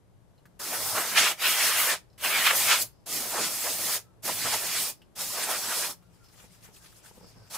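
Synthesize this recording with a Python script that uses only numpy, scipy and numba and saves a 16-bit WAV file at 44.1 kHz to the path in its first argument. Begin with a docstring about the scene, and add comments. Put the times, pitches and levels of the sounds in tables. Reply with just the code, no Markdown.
"""A quiet room hums throughout; plastic trigger ticks come first, and a few more in later pauses.
Six short bursts of compressed air hit a circuit board: the free jet is high noise, the struck parts add
a lower roar with gap resonances, and edges add swells. Then a sleeve rustles (banded noise in strokes) and
soft knocks land on the bench (decaying modes), with faint squeaks and thin hiss; a seventh, brief burst
runs to the end. All is heard close by in stereo; bench and walls add short noise tails."""
import sys
import numpy as np
from scipy import signal
from scipy.fft import rfft, irfft, next_fast_len
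from scipy.io import wavfile
from scipy.ndimage import uniform_filter1d
from numba import njit

SR = 44100
rng = np.random.default_rng(int(sys.argv[2]) if len(sys.argv) > 2 else 0)


def to_wav(sig):
    """Store sig (one row per channel, or 1-D mono) as 16-bit WAV at the path in sys.argv[1].

    Samples outside -1..1 are clipped; the rate is SR.
    """
    pcm = np.clip(np.atleast_2d(sig), -1, 1) * 32767
    pcm = np.round(pcm).astype(np.int16)
    wavfile.write(sys.argv[1], SR, pcm.T)  # frames by channels


N = 333837
TIME = np.arange(N) / SR
FFT_SIZE = next_fast_len(N)
HZ = np.maximum(np.fft.rfftfreq(FFT_SIZE, 1 / SR), 1)

# Left-right correlation of the near noise. Each row: frequency in Hz, correlation.
NEAR_LIKENESS = [(60, 0.33), (300, 0.9), (900, 0.93), (1900, 0.83), (2700, 0.92), (3600, 0.58),
                 (5500, 0.13), (6800, 0.58), (7600, 1), (9200, 0.81), (10300, 0.59), (15000, 0.66)]


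def undb(db):
    """dB to gain."""
    return 10 ** (np.asarray(db) / 20)


def unit(x):
    """Scale to rms 1."""
    return x / np.sqrt(np.mean(x ** 2))


def on_hz(points):
    """Read a table of (Hz, value) on a log-frequency axis."""
    hz, value = np.transpose(points)
    return np.interp(np.log(HZ), np.log(hz), value)


def noise(likeness, colour=((1, 0), (2, 0))):
    """Stereo noise, rms 1, with a colour and a left-right correlation for each frequency."""
    corr = np.clip(on_hz(likeness), 0, 1)
    white = rfft(rng.standard_normal((2, FFT_SIZE)))
    mid, side = white * np.sqrt([1 + corr, 1 - corr]) * undb(on_hz(colour))
    return unit(irfft([mid + side, mid - side], FFT_SIZE)[:, :N])


@njit
def svf(x, g, k):
    """State-variable band-pass on each channel; centre and width may move every sample."""
    y = np.empty(x.shape)
    for c in range(x.shape[0]):
        b, l = 0., 0.
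        for i in range(x.shape[1]):
            v = (b + g[i] * (x[c, i] - l)) / (1 + g[i] * (g[i] + k[i]))
            b, l, y[c, i] = 2 * v - b, l + 2 * g[i] * v, k[i] * v
    return y


def band(x, hz, pass_width_hz):
    """Band-pass run twice, rms 1; the width is that of one pass."""
    hz = np.clip(hz + np.zeros(N), 20, .45 * SR)
    g, k = np.tan(np.pi * hz / SR), pass_width_hz / hz
    return unit(svf(svf(x, g, k), g, k))


def walk(rate_hz):
    """Random levels held 1 / rate_hz and slewed twice, rms 1."""
    hold = int(SR / rate_hz)
    steps = np.repeat(rng.standard_normal(N // hold + 1), hold)
    return unit(uniform_filter1d(uniform_filter1d(steps, hold), hold)[:N])


def swell(s, db, fall_s, rise=1):
    """Bell-shaped gain, down to 1/e after fall_s; rise is the rising share of that time."""
    return undb(db) * np.exp(-((TIME - s) / np.where(TIME < s, rise * fall_s, fall_s)) ** 2)


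def patchy(x, db, patch_hz, patch_s):
    """Patches of the spectrum swell and fade at random, alike left and right."""
    frame, hop = 512, 256
    spec = signal.stft(x, nperseg=frame)[2]
    field = rng.standard_normal(spec.shape[1:])
    for axis, cells in enumerate((patch_hz * frame / SR, patch_s * SR / hop)):
        field = uniform_filter1d(field, max(int(cells), 1), axis=axis)
    return signal.istft(spec * undb(db * unit(field)), nperseg=frame)[1][:, :N]


def strike(modes, crack_db, size, rough=.18):
    """A blow: decaying modes (Hz, dB, t60 s), detuned and phase-wavering each time, plus a noise crack."""
    t = np.arange(size) / SR
    chance = rng.standard_normal((len(modes) + 1, size))
    crack_t60_s = 0.091
    out = undb(crack_db) * chance[-1] * np.exp(-t * np.log(1000) / crack_t60_s)
    for (hz, db, t60_s), draw in zip(modes, chance):
        waver = rough * np.cumsum(draw)
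        tone = np.sin(2 * np.pi * hz * (1 + .02 * draw[0]) * t + waver)
        out += undb(db) * tone * np.exp(-t * np.log(1000) / t60_s)
    return out


# Left-right correlation of the room. Each row: frequency in Hz, correlation.
ROOM_LIKENESS = [(25, 0.94), (60, 0.12), (150, 0.046), (600, 0.43), (3000, 0.12), (15000, 0.22)]
# Room air colour. Each row: frequency in Hz, relative density in dB per Hz.
ROOM_COLOUR = [(15, -39.5), (25, -16.5), (122, -7), (215, -16.5), (410, -17.5), (900, -24), (1300, -30),
               (2200, -36), (5000, -40.5), (12500, -42.5), (15500, -68)]
# Steady hum lines. Each row: centre in Hz, one-pass width in Hz, mean level in dB.
HUM_LINES = [(55.7, 10, -71.5), (176.9, 16, -68)]
# Level bumps of the 110 Hz noise band, most of them chance wavering. Each row: peak time in seconds,
# gain in dB, fall to 1/e in seconds.
BUMPS_110_HZ = [(0.135, -61, 0.041), (0.874, -50.5, 0.076), (2.63, -51, 0.04), (2.84, -55.5, 0.042),
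                (3.88, -57, 0.051), (4.442, -53.5, 0.13), (7.398, -57, 0.055)]


def room():
    """Steady coloured air with wavering narrow-band hum, both stronger on the left."""
    air_db, rest_110_hz_db = -61, -66.5
    air = noise(ROOM_LIKENESS, ROOM_COLOUR) * undb(air_db + 0.71 * walk(3.2))
    hum = sum(undb(db + 1.5 * walk(2.7)) * band(noise(ROOM_LIKENESS), hz, width)
              for hz, width, db in HUM_LINES)
    gain = undb(rest_110_hz_db + 1.4 * walk(8)) + sum(swell(*row) for row in BUMPS_110_HZ)
    hum = hum + gain * band(noise(ROOM_LIKENESS), 110.0, 25)
    return air * undb([[1.5], [-1.5]]) + hum * undb([[2.5], [-2.5]])


# Thin hiss in some pauses. Each row: peak time in seconds, mean gain in dB, fall to 1/e in seconds.
SEEPS = [(2.144, -75, .04), (2.922, -73, 0.13), (4.985, -72.5, 0.062), (6.263, -68, .03),
         (7.272, -63, 0.046), (7.38, -68, .06), (7.47, -67, .04)]


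def seep(hiss):
    """Thin hiss near 5 kHz, swelling with a flickering level."""
    return sum(swell(*row) for row in SEEPS) * undb(2.5 * walk(40)) * hiss


# Faint squeaks. Each row: peak time in seconds, level in dB, fall to 1/e in seconds, centre in Hz.
SQUEAKS = [(4.081, -73.5, 0.087, 1307), (6.069, -75.5, .06, 1380), (6.225, -67, 0.032, 1384),
           (7.05, -66, .02, 1520), (6.83, -68, 0.038, 1590), (7.4, -72, .07, 1550)]


def squeak():
    """Thin tones: narrow noise bands under bell-shaped gains."""
    return sum(swell(s, db, fall_s) * band(noise(NEAR_LIKENESS), hz, 70)
               for s, db, fall_s, hz in SQUEAKS)


# Plastic modes of trigger and straw. Each row: nominal frequency in Hz, t60 in seconds.
PLASTIC = [(1150, 0.056), (1600, 0.07), (2150, 0.039), (2870, 0.08), (4150, 0.09), (5150, .05), (7000, .04)]
# Trigger and straw ticks. Each row: start in seconds, level in dB, mode favoured by the spot struck in Hz,
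# broad crack against the ring in dB.
TICKS = [(0.3794, -65, 4110, -12), (0.3874, -69, 3020, -8), (0.455, -51.5, 1570, -8),
         (2.1001, -63, 4990, -15.5), (2.1294, -64, 5250, -8), (5.018, -53, 2870, -12.5),
         (6.025, -60, 1150, -7), (6.244, -56, 5600, -14), (6.2861, -57, 5200, -8)]


def ticks():
    """Plastic blows; modes weaken by 24 dB an octave away from the one favoured by the spot struck."""
    out = np.zeros(N + 6000)
    for s, db, aim_hz, crack_db in TICKS:
        modes = [(hz, -24 * abs(np.log2(hz / aim_hz)), t60_s) for hz, t60_s in PLASTIC]
        out[int(s * SR):][:6000] += undb(db) * strike(modes, crack_db, size=6000)
    return out[:N]


# Bench top modes. Each row: nominal frequency in Hz, level in dB before hardness, t60 in seconds.
BENCH = [(193.5, -2, .055), (490, -6, 0.037), (880, -9.5, 0.027), (1250, -23, .02)]
# Soft bench knocks. Each row: start in seconds, level in dB, hardness as lift of upper modes in dB an octave.
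KNOCKS = [(6.441, -45.5, 1.5), (6.688, -49.5, 4), (7.112, -49.5, 5.5), (7.1767, -43, 0.5),
          (7.211, -46.5, 3.5), (7.229, -46, -1), (7.244, -46, 2), (7.36, -47, -5), (7.37, -47, -5),
          (7.404, -56, 0), (7.417, -53, -5), (7.426, -51, -4)]


def knocks():
    """Blows on the bench modes, tilted by hardness and dulled by a low-pass."""
    out = np.zeros(N + 6000)
    soft = signal.butter(2, 1300, fs=SR, output="sos")
    for s, db, hard_db in KNOCKS:
        modes = [(hz, mode_db + hard_db * np.log2(hz / BENCH[0][0]), t60_s) for hz, mode_db, t60_s in BENCH]
        blow = signal.sosfilt(soft, strike(modes, -19, size=6000, rough=0.04))
        out[int(s * SR):][:6000] += undb(db) * blow
    return out[:N]


SLEEVE_START_S, SLEEVE_STOP_S, SLEEVE_FADE_S, SLEEVE_DB = 5.85, 7.5, 0.48, -70
STROKE_RISE = 0.65  # share of the fall
# Sleeve strokes. Each row: peak time in seconds, treble gain in dB, fall to 1/e in seconds,
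# part below 4 kHz against the treble in dB.
STROKES = [(6.147, -74, 0.022, -4), (6.25, -73, 0.024, -4), (6.33, -64.5, .03, -14),
           (6.397, -59.5, .04, -6), (6.44, -65, 0.027, 1), (6.533, -63, 0.038, -17),
           (6.645, -56.5, 0.038, -7), (6.76, -58.5, 0.043, -14), (6.827, -66, .02, -5),
           (6.857, -58.5, .03, -5), (6.92, -65, 0.039, -16), (6.974, -61.5, .03, -14),
           (7.064, -56, 0.041, -5), (7.168, -64, 0.052, -10), (7.29, -67, .04, -4), (7.488, -72, 0.033, 0)]


def sleeve():
    """Gains of the cloth rustle, treble and middle: strokes over a faint drag that creeps in."""
    fade = np.clip((TIME - SLEEVE_START_S) / SLEEVE_FADE_S, 0, 1)
    drag = undb(SLEEVE_DB) * fade * (TIME < SLEEVE_STOP_S)
    treble = drag + sum(swell(s, db, fall_s, STROKE_RISE) for s, db, fall_s, _ in STROKES)
    middle = drag + sum(swell(s, db + mid_db, fall_s, STROKE_RISE) for s, db, fall_s, mid_db in STROKES)
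    return treble, middle


def contacts():
    """Sixty tiny one-mode blows at random times, scaled by the sleeve's treble gain."""
    out = np.zeros(N + 6000)
    cloth_gain = sleeve()[0]
    for when, pitch, size in rng.random((60, 3)):
        at = int((SLEEVE_START_S + when * (SLEEVE_STOP_S - SLEEVE_START_S)) * SR)
        gain = cloth_gain[min(at, N - 1)] * undb(5.5 - 8 * size)
        out[at:][:2000] += gain * strike([(600 * 10 ** pitch, 0, .03)], -7, size=2000)
    return out[:N]


# Hollows of the metal frame and bench. Each row: centre in Hz, width in Hz, lift in dB (negative cuts).
HOLLOWS = [(613, 43, 3.5), (1286, 98, 2.5), (1800, 36, 1.5), (2430, 140, 2), (2790, 45, 3), (3386, 140, 2),
           (4830, 130, -1), (5600, 100, 1.5), (7900, 600, 0.5)]


def hollows(x):
    """Resonances in series, each lifting or cutting a narrow band of what passes."""
    for hz, width, db in HOLLOWS:
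        x = x + (undb(db) - 1) * signal.lfilter(*signal.iirpeak(hz, hz / width, SR), x)
    return x


def cloth(hiss):
    """Rustle as dense grains of banded noise, with a low rub around each knock."""
    rub_db, rub_fall_s = -18, .03  # dB against the knock
    treble, middle = sleeve()
    low = sum(swell(s, db + rub_db, rub_fall_s, rise=.4) for s, db, _ in KNOCKS)
    layers = treble * (band(noise(ROOM_LIKENESS), 7700, 16200) + undb(-10) * hiss)
    layers = layers + middle * band(noise(ROOM_LIKENESS), 1350, 4700)
    layers = layers + low * band(noise(ROOM_LIKENESS), 390, 810)
    grains_db = 0.83 * walk(190)
    balance_db = np.array([[1.2], [-1.2]])
    return patchy(hollows(layers), 2.3, patch_hz=1500, patch_s=.03) * undb(grains_db + balance_db)


def handling():
    """Ticks, knocks, contacts, cloth, squeak and seep; cloth and seep share one hiss."""
    hiss = band(noise(ROOM_LIKENESS), 5050, 1200)
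    return ticks() + knocks() + contacts() + cloth(hiss) + squeak() + seep(hiss)


# Trigger presses. Each row: valve opens in seconds, unseating time in seconds, first crack against full flow
# in dB, time to full flow in seconds, lets go in seconds, base buffeting in dB, buffeting centre in Hz,
# mean board rumble in dB, left minus right in dB.
BURSTS = [(0.591, 0.0078, -6, 0.083, 1.316, -40, 733, -53.5, -.5),
          (1.36, 0.045, -21, 0.063, 1.939, -39.5, 853, -60.5, -0.2),
          (2.176, 0.0048, -26.5, 0.069, 2.84, -38.5, 876, -54, -.5),
          (3.058, .007, -11, 0.073, 3.967, -43.5, 678, -54, -0.8),
          (4.221, 0.023, -13, .035, 4.9, -44, 710, -54.5, -1.1),
          (5.151, 0.0099, -13, 0.042, 5.91, -43.5, 788, -58, -.9),
          (7.497, 0.0074, -11.5, 0.054, 7.57, -46, 760, -57.5, -.6)]


def valve():
    """Flow gain (crack, push up to full, hold, quick fall) and the index of the latest press."""
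    shut_db_per_s = 517
    push_curve = 0.77  # under 1: the finger lingers, then pushes through
    gain = np.zeros(N)
    for opens, unseat, crack_db, full, shuts, *_ in BURSTS:
        push_db = crack_db * np.clip(1 - (TIME - opens) / full, 0, 1) ** push_curve
        fall_db = shut_db_per_s * np.clip(TIME - shuts, 0, 1)
        gain += undb(push_db - fall_db) * np.clip((TIME - opens) / unseat, 0, 1)
    press = np.maximum(np.searchsorted(np.transpose(BURSTS)[0], TIME) - 1, 0)
    return gain, press


# Free jet colour. Each row: frequency in Hz, relative density in dB per Hz.
JET_COLOUR = [(300, -28), (1000, -25), (3000, -7), (5000, 0), (8000, -4), (11000, -1), (15500, -2.5)]


def free_jet(top_db, body_db):
    """Turbulent hiss split at 9 kHz, with a shared flicker, and a further one on the top."""
    air = noise(NEAR_LIKENESS, JET_COLOUR)
    top = signal.sosfilt(signal.butter(4, 9000, "high", fs=SR, output="sos"), air)
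    body = signal.sosfilt(signal.butter(4, 9000, fs=SR, output="sos"), air)
    flicker = undb(0.59 * walk(40))
    return flicker * (undb(body_db) * unit(body) + undb(top_db + .8 * walk(40)) * unit(top))


def parts_roar(roar_db, gap_hz):
    """Eddies shed on the parts: a broad roar with a narrow ring of the gap below the straw."""
    broad = band(noise(NEAR_LIKENESS), gap_hz, 1.55 * gap_hz)
    ring = band(noise(NEAR_LIKENESS), gap_hz * (1 + .05 * walk(15)), 0.042 * gap_hz)
    return undb(roar_db + 0.52 * walk(35)) * unit(broad + undb(-14.5) * ring)


def buffeting(low_db, low_hz):
    """Low, wide-band eddy noise with an unsteady level."""
    return undb(low_db + 1.7 * walk(30)) * band(noise(NEAR_LIKENESS), low_hz, 1.71 * low_hz)


def board_rumble(rumble_db):
    """The board's low noise near 220 Hz, with an unsteady level."""
    return undb(rumble_db + 3.2 * walk(15)) * band(noise(NEAR_LIKENESS), 220, 310)


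# Jet sweeps over an edge. Each row: peak time in seconds, gain in dB, nominal centre in Hz,
# fall to 1/e in seconds.
SWEEPS = [(0.76, -42, 1500, .025), (.975, -32.5, 1280, 0.027), (1.171, -26, 1960, 0.017),
          (1.271, -27, 2360, 0.017), (1.454, -26.5, 2660, 0.024), (2.254, -30, 2300, 0.019),
          (2.469, -19.5, 2250, 0.0058), (2.509, -19, 1830, 0.0077), (2.72, -30, 2600, 0.01),
          (3.371, -33, 803, 0.038), (3.661, -37, 888, 0.023), (4.293, -33.5, 860, 0.015),
          (4.47, -32.5, 1000, 0.021), (4.543, -32.5, 910, 0.021), (4.76, -44, 2490, 0.022),
          (5.508, -35, 1008, 0.03)]


def edge_sweeps():
    """A bell-shaped swell of banded noise as the jet crosses each edge."""
    edges, gusts = np.zeros((2, N)), noise(NEAR_LIKENESS)
    for s, db, hz, fall_s in SWEEPS:
        near = slice(int((s - 3 * fall_s) * SR), int((s + 3 * fall_s) * SR))
        sos = signal.butter(2, [hz / 1.93, hz * 1.45], "band", fs=SR, output="sos")
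        edge = signal.sosfilt(sos, gusts[:, near])
        edges[:, near] += unit(edge) * swell(s, db, fall_s)[near]
    return edges


BUFFET_PER_ROAR = 0.27  # dB per dB of roar above the press mean
BUFFET_DB_PER_OCTAVE, GAP_REFERENCE_HZ = -6, 1884  # stronger in wide, low-ringing gaps
# What the straw points at, one table a press. Each row: time in seconds, upper treble of the free jet in dB,
# hiss off the parts in dB, roar on the parts in dB, gap resonance in Hz.
AIM = [
    [(0.64, -35, -36.5, -42.5, 1562), (0.696, -36.5, -39.5, -45, 2017), (0.74, -31.5, -38, -37.5, 1570),
     (0.786, -35, -36, -45.5, 1933), (0.892, -33.5, -36.5, -51, 1770), (0.978, -34, -35, -33.5, 1668),
     (1.084, -35.5, -34.5, -40, 1640), (1.146, -35, -39.5, -37, 1880), (1.182, -32, -22, -17, 2260),
     (1.202, -31, -22.5, -27, 2283), (1.264, -33, -29, -25, 2170), (1.31, -34, -36.5, -34.5, 2310)],
    [(1.44, -30.5, -36, -29, 2154), (1.47, -26.5, -40, -25, 2282), (1.506, -28, -29, -30, 2090),
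     (1.544, -31, -34.5, -30, 2123), (1.574, -33, -29, -32.5, 1860), (1.626, -29, -31, -27, 2190),
     (1.644, -26.5, -26, -30, 1976), (1.722, -30.5, -33, -29, 1926), (1.8, -25.5, -32.5, -29, 2043),
     (1.866, -26.5, -33, -32.5, 1965), (1.912, -30, -30, -28.5, 1770), (1.94, -40, -30.5, -32, 1850)],
    [(2.25, -28, -34.5, -33, 2200), (2.298, -31, -37, -33, 1830), (2.35, -32, -37.5, -28, 2250),
     (2.434, -30.5, -32.5, -27, 1898), (2.468, -27, -36, -22, 2410), (2.524, -32, -36, -28.5, 1830),
     (2.566, -24.5, -31, -39, 2230), (2.672, -28.5, -29.5, -30.5, 1963), (2.728, -31.5, -25, -19.5, 2265),
     (2.786, -31.5, -35.5, -36.5, 2130), (2.826, -25.5, -32, -50, 2424), (2.84, -37.5, -41, -61, 2430)],
    [(3.12, -33, -33, -45, 1710), (3.148, -34, -34.5, -42, 1680), (3.3, -34.5, -38, -46, 1953),
     (3.364, -39, -35, -37, 1360), (3.454, -34.5, -29, -36, 2020), (3.494, -33.5, -37, -46, 1940),
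     (3.602, -34, -36.5, -47, 2300), (3.682, -33.5, -35.5, -38, 1620), (3.71, -33, -31.5, -48, 1940),
     (3.768, -34, -38, -46.5, 2190), (3.944, -28.5, -32, -38, 1894), (3.96, -33.5, -32, -39.5, 1930)],
    [(4.26, -30.5, -35.5, -43, 2020), (4.298, -36.5, -34, -37, 1810), (4.354, -34.5, -39, -44, 2260),
     (4.484, -36, -31.5, -35, 2210), (4.51, -35, -34.5, -38, 2150), (4.542, -37, -30, -33, 2060),
     (4.592, -35, -36, -40.5, 2190), (4.624, -33.5, -38.5, -43, 1770), (4.72, -33, -34, -38, 2410),
     (4.764, -35.5, -31, -36.5, 2094), (4.834, -31, -34.5, -45, 2417), (4.9, -36, -36.5, -50, 2273)],
    [(5.2, -39, -38.5, -46, 2226), (5.208, -35.5, -36, -43, 2284), (5.296, -37.5, -39.5, -57, 1830),
     (5.436, -36, -33.5, -34.5, 1886), (5.472, -39, -40, -46, 1550), (5.51, -31.5, -32, -37, 1370),
     (5.556, -40, -34.5, -37, 1710), (5.596, -35.5, -36.5, -48, 1480), (5.722, -36, -35, -34.5, 1757),
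     (5.782, -33, -30.5, -47, 1740), (5.844, -35, -34.5, -34.5, 1680), (5.89, -39.5, -39, -54.5, 1890)],
    [(7.54, -41, -38.5, -48, 1686), (7.554, -38, -38, -44, 1620), (7.57, -41, -44, -42, 1574)],
]


def spray():
    """Jet, roar, buffeting and rumble gated by the valve, plus edges; the crowded board scatters them."""
    flow, press = valve()
    *_, low_db, low_hz, rumble_db, pan_db = np.array(BURSTS)[press].T
    aim_s, *aim = np.vstack(AIM).T
    top_db, body_db, roar_db, gap_hz = (np.interp(TIME, aim_s, column) for column in aim)
    mean_roar_db = np.array([np.mean(rows, axis=0)[-2] for rows in AIM])[press]
    low_db = low_db + BUFFET_PER_ROAR * (roar_db - mean_roar_db)
    low_db = low_db + BUFFET_DB_PER_OCTAVE * np.log2(gap_hz / GAP_REFERENCE_HZ)
    blown = free_jet(top_db, body_db) + parts_roar(roar_db, gap_hz)
    blown = blown + buffeting(low_db, low_hz) + board_rumble(rumble_db)
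    scattered = patchy(blown * flow + edge_sweeps(), 2.04, patch_hz=260.8, patch_s=.04)
    return hollows(scattered) * undb(np.array([pan_db, -pan_db]) / 2)


def tail(t60_s, top_hz):
    """Low-passed fading noise of unit energy a side, from 4 ms to 0.5 s."""
    t = TIME[:SR // 2]
    fade = rng.standard_normal((2, len(t))) * np.exp(-t * np.log(1000) / t60_s) * (t > .004)
    fade = signal.sosfilt(signal.butter(1, min(top_hz, .45 * SR), fs=SR, output="sos"), fade)
    return fade / np.sqrt(np.sum(fade ** 2, axis=1, keepdims=True))


def scene():
    """Near sounds with a quick tail off the bench and a duller one off the walls, over the room."""
    bench_db, bench_t60_s = -17, 0.18
    walls_db, walls_t60_s, walls_top_hz = -33, 0.32, 2500
    near = spray() + handling()
    space = undb(bench_db) * tail(bench_t60_s, 21000) + undb(walls_db) * tail(walls_t60_s, walls_top_hz)
    return near + signal.fftconvolve(near, space, axes=1)[:, :N] + room()


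def record(dry):
    """A steep low-pass near 15.5 kHz."""
    top_hz = 15550
    return signal.sosfilt(signal.ellip(10, .2, 75, top_hz, fs=SR, output="sos"), dry)


dry = scene()
out = record(dry)
to_wav(out)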